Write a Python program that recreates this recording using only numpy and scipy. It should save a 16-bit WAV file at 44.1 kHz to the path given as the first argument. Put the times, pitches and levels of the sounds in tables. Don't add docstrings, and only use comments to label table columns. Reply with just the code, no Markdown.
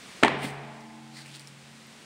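import sys
import numpy as np
from scipy import signal
from scipy.fft import rfft, irfft
from scipy.io import wavfile
from scipy.ndimage import uniform_filter1d

SR = 44100
rng = np.random.default_rng(int(sys.argv[2]) if len(sys.argv) > 2 else 0)


def store_pcm(level_fs):
    pcm = np.round(np.clip(level_fs, -1, 1) * 32767).astype(np.int16)
    wavfile.write(sys.argv[1], SR, np.atleast_2d(pcm).T)


N = 90404
T = np.arange(N) / SR
HZ = np.fft.rfftfreq(N, 1 / SR)
LANDING_S = 0.232


def amp(db):
    return 10 ** (np.asarray(db) / 20)


def unit(x):
    return x / np.sqrt(np.mean(x ** 2) + 1e-20)


def read(points, hz):
    f, value = np.transpose(points)
    return np.interp(np.log(hz + 1), np.log(f + 1), value)


def colour(x, spectrum):
    return unit(irfft(rfft(x) * amp(read(spectrum, HZ)), N))


def noise(spectrum):
    return colour(rng.standard_normal(N), spectrum)


GRAINS_PER_S, GRAIN_SPREAD_DB = 2500, 3


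def grains(spectrum):
    size = amp(GRAIN_SPREAD_DB * np.minimum(rng.exponential(1, N), 4))
    sign = rng.choice([-1, 1], N)
    present = rng.random(N) < GRAINS_PER_S / SR
    return colour(size * sign * present, spectrum)


def since(start):
    return np.maximum(T - start, 0)


def strike(start, rise, decay):
    return (1 - np.exp(-since(start) / rise)) * np.exp(-since(start) / decay)


def decay_from(t60):
    return t60 / np.log(1000)


def swell(peak, rise, fall):
    growing = np.exp(np.minimum((peak - T) / rise, 50))
    dying = np.exp(np.minimum((T - peak) / fall, 50))
    return 2 / (growing + dying)


# frequency in Hz, level in dB.
STREET_NOISE_COLOUR = [(25, -42), (60, -12), (100, -4.5), (180, 5), (280, 0), (500, -3.5), (900, -4.5),
                       (1300, -5), (2200, -3.5), (4500, -7.5), (6500, -12), (8800, -12), (11500, -25),
                       (13500, -30), (15500, -27)]
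AMBIENCE_DB, AMBIENCE_WAVER_DB = -47, 0.25


def ambience():
    waver = unit(uniform_filter1d(rng.standard_normal(N), size=3000))
    return amp(AMBIENCE_DB + AMBIENCE_WAVER_DB * waver) * noise(STREET_NOISE_COLOUR)


# frequency in Hz, level in dB.
GRIT_COLOUR = [(100, -25.5), (1500, -10), (4200, 4.5), (6500, -4), (8800, 5.5), (11500, -14.5),
               (15300, -11)]
# peak in seconds, level in dB, rise in seconds, fall in seconds,
# pitch of the rasp in Hz.
SCUFFS = [(1.163, -41.5, 0.014, .025, 4580), (1.193, -41, 0.024, .022, 1950),
          (1.218, -47, .008, 0.016, 4100), (1.265, -47, 0.017, 0.058, 2600),
          (1.356, -41, 0.024, .014, 3600), (1.405, -49, .01, 0.023, 2200)]
# frequency in Hz, level in dB.
SOLE_COLOUR = [(100, -12), (600, -25), (1200, -5), (1900, 0.5), (3300, -2.5), (4500, 2), (6300, -6),
               (9000, -3), (11500, -20), (15500, -19)]
RASP_DB, RASP_OCT = -5, 0.16


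def scuffs():
    out = np.zeros(N)
    for peak, db, rise, fall, rasp_hz in SCUFFS:
        scrape = grains(SOLE_COLOUR)
        octaves_off = np.log2((HZ + 1) / rasp_hz)
        band = np.exp(-0.5 * (octaves_off / RASP_OCT) ** 2)
        rasp = unit(irfft(rfft(scrape) * band, N))
        out += amp(db) * swell(peak, rise, fall) * unit(scrape + amp(RASP_DB) * rasp)
    return out


# start in seconds, level in dB, pitch in Hz.
SNAPS = [(0.807, -33, 5500), (1.260, -28, 2480), (1.350, -28, 4500), (1.36, -28, 3780), (1.3958, -25, 4920),
         (1.4733, -25, 5370), (1.826, -45, 10900), (1.869, -43, 13100)]
SNAP_RISE_S, SNAP_DECAY_S = 0.0001, 0.00078
SNAP_NOISE_DB, SNAP_TAIL_DB, SNAP_TAIL_S = -16.5, -19, 0.016


def snaps():
    out, grit = np.zeros(N), grains(GRIT_COLOUR)
    for start, db, hz in SNAPS:
        ping = np.sin(2 * np.pi * hz * since(start)) + amp(SNAP_NOISE_DB) * grit
        snap = ping * strike(start, SNAP_RISE_S, SNAP_DECAY_S)
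        scatter = amp(SNAP_TAIL_DB) * grit * strike(start, SNAP_RISE_S, SNAP_TAIL_S)
        out += amp(db) * (snap + scatter)
    return out


# frequency in Hz, level in dB.
WOBBLE_COLOUR = [(20, -14), (52, 8), (80, -9), (160, -32), (1000, -70)]
WOBBLE_S, WOBBLE_DB, WOBBLE_RISE_S, WOBBLE_FALL_S = 0.56, -54, 0.078, 0.045


def wobble():
    return amp(WOBBLE_DB) * noise(WOBBLE_COLOUR) * swell(WOBBLE_S, WOBBLE_RISE_S, WOBBLE_FALL_S)


# frequency in Hz, level in dB.
THUMP_COLOUR = [(40, -28), (110, -4), (220, 11), (400, -9), (700, -8), (1400, -18), (2000, -2), (3500, -11),
                (6000, -29), (16000, -29)]
SETTLE_S, SETTLE_RISE_S, SETTLE_FALL_S, SETTLE_DB = 0.4465, 0.015, 0.014, -21.5
GRIND_RISE_S, GRIND_FALL_S, GRIND_DB = 0.022, 0.032, -33.5


def settle():
    thump = amp(SETTLE_DB) * noise(THUMP_COLOUR) * swell(SETTLE_S, SETTLE_RISE_S, SETTLE_FALL_S)
    grind = amp(GRIND_DB) * grains(GRIT_COLOUR) * swell(SETTLE_S, GRIND_RISE_S, GRIND_FALL_S)
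    return thump + grind


# frequency in Hz, level in dB.
STREET_ECHO_COLOUR = [(30, -29), (60, -12), (110, -14), (220, 6), (500, -3.5), (850, 1), (1350, -5.5),
                      (2100, -2), (3200, -12.5), (5500, -26), (10000, -56), (16000, -62)]
# frequency in Hz, 60 dB decay time in seconds.
STREET_ECHO_T60 = [(50, 2), (250, 1.17), (800, 1.54), (2000, 1.383), (5000, 1.37), (16000, 0.35)]
STREET_DB, STREET_RISE_S = -18.5, 0.01


def street_echo():
    hz, frame_s, spectrogram = signal.stft(noise(STREET_ECHO_COLOUR), SR, nperseg=512)
    decay = decay_from(read(STREET_ECHO_T60, hz))[:, None]
    spectrogram = spectrogram * np.exp(-np.maximum(frame_s - LANDING_S, 0) / decay)
    tail = signal.istft(spectrogram, SR)[1][:N]
    return amp(STREET_DB) * tail * (1 - np.exp(-since(LANDING_S) / STREET_RISE_S))


# frequency in Hz, level in dB.
HOLLOW_COLOUR = [(40, -16), (130, -3), (280, 1), (600, 0.5), (900, -4), (1350, -8), (1900, 0), (3200, -7),
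                 (5500, -30), (8700, -30), (11500, -53), (16000, -54)]
HOLLOW_DB, HOLLOW_T60_S, HOLLOW_RISE_S = -9.5, 0.37, 0.0044


def hollow():
    return amp(HOLLOW_DB) * noise(HOLLOW_COLOUR) * strike(LANDING_S, HOLLOW_RISE_S, decay_from(HOLLOW_T60_S))


# frequency in Hz, level in dB,
# 60 dB decay time in seconds, beat rate in Hz, time of a beat's dip in seconds.
AIR_MODES = [(139.8, -27.5, 3.4, 0.78, 0.89), (185, -29, 0.58, 0.59, 0.6), (224.7, -34.5, 4.78, 1.1, 0.534),
             (312, -35, 3.15, 0.92, 0.6), (392, -22.5, 0.8, 0.44, 1.12), (426.5, -27.5, 1.57, 0.28, 1.22),
             (617, -28, 1.32, 1.7, 1.05), (687, -35, 1.9, 0.62, 1.53), (764, -34, 2.24, 1.34, 0.77),
             (849, -40.5, 3.04, 0.47, 2), (875, -31, 1.9, .9, 0.52), (1032, -35.5, 1.94, 1.2, 1.38)]
PAIR_SHARE, CAVITY_RISE_S = 0.64, 0.056


def boom():
    out = np.zeros(N)
    for hz, db, t60, beat_hz, dip in AIR_MODES:
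        pair = 1 - PAIR_SHARE * np.exp(2j * np.pi * beat_hz * (T - dip))
        carrier = np.exp(2j * np.pi * (hz * T + rng.random()))
        out += amp(db) * strike(LANDING_S, CAVITY_RISE_S, decay_from(t60)) * (pair * carrier).real
    return out


# start in seconds, thud level in dB, thud pitch in Hz,
# crack level in dB, decay time constant in seconds.
SLAPS = [(0.2279, -8, 574, -24, 0.0026), (0.2316, -4, 680, -5.5, .002), (0.2336, 10, 1556, 5.5, 0.0015),
         (0.2351, 11.5, 2130, 6.5, 0.0012), (0.2481, 13, 840, 4, 0.0013), (.2570, 3.5, 510, -5, .001),
         (.2810, 2.5, 1150, -0.5, 0.0011)]
# frequency in Hz, level in dB.
CRACK_COLOUR = [(100, 3), (300, -7.5), (1000, 1), (2200, 3), (4300, -5), (5600, -19.5), (8700, -14.5),
                (11000, -38), (15500, -30)]
# frequency in Hz, level in dB, 60 dB decay time in seconds.
CARCASS = [(92, -24, .3), (253, -10.5, 0.21), (307.3, -0.5, 0.082), (408.4, -11.5, 0.19),
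           (516.7, -15.5, 0.35), (677, -11.5, 0.19), (901, -9.5, 0.2), (1109, -10.5, 0.16),
           (1787, -6.5, 0.13), (2390, -14, 0.11), (3140, -20.5, 0.19)]
SLAP_RISE_S, SLAP_LOW_CUT_HZ = 0.0003, 160
FIZZ_HZ, FIZZ_FADE_S = 10000, 0.03


def crack_noise():
    crack = noise(CRACK_COLOUR)
    fizz = irfft(rfft(crack) * (HZ > FIZZ_HZ), N)
    return crack - fizz * (1 - np.exp(-since(LANDING_S) / FIZZ_FADE_S))


def slam():
    crack, out = crack_noise(), np.zeros(N)
    for start, thud_db, hz, crack_db, decay in SLAPS:
        thud = amp(thud_db) * np.sin(2 * np.pi * hz * since(start))
        out += strike(start, SLAP_RISE_S, decay) * (thud + amp(crack_db) * crack)
    for hz, db, t60 in CARCASS:
        tone = np.sin(2 * np.pi * (hz * since(LANDING_S) + rng.random()))
        out += amp(db) * strike(LANDING_S, SLAP_RISE_S, decay_from(t60)) * tone
    return signal.lfilter(*signal.butter(2, SLAP_LOW_CUT_HZ, "high", fs=SR), out)


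def scene():
    background = ambience() + scuffs() + snaps()
    tyre = wobble() + settle() + street_echo() + hollow() + boom() + slam()
    return (background + tyre)[None]


THRESHOLD_DB, DUCK_SHARE, RECOVER_S = -17.5, 0.59, 1.67
CEILING, EDGE_HZ = 0.8, 15800


def record(dry):
    level_db = 10 * np.log10(abs(uniform_filter1d(dry[0] ** 2, size=300)) + 1e-12)
    over_db = np.maximum(level_db - THRESHOLD_DB, 0)
    recovery = np.exp(-T / RECOVER_S)
    held_db = np.maximum.accumulate(over_db / recovery) * recovery
    ducked = dry * amp(-DUCK_SHARE * uniform_filter1d(held_db, size=60))
    clipped = CEILING * np.tanh(ducked / CEILING)
    low_pass = signal.firwin(511, EDGE_HZ, window=("kaiser", 9), fs=SR)
    return signal.oaconvolve(clipped, low_pass[None], "same")


dry = scene()
out = record(dry)
store_pcm(out)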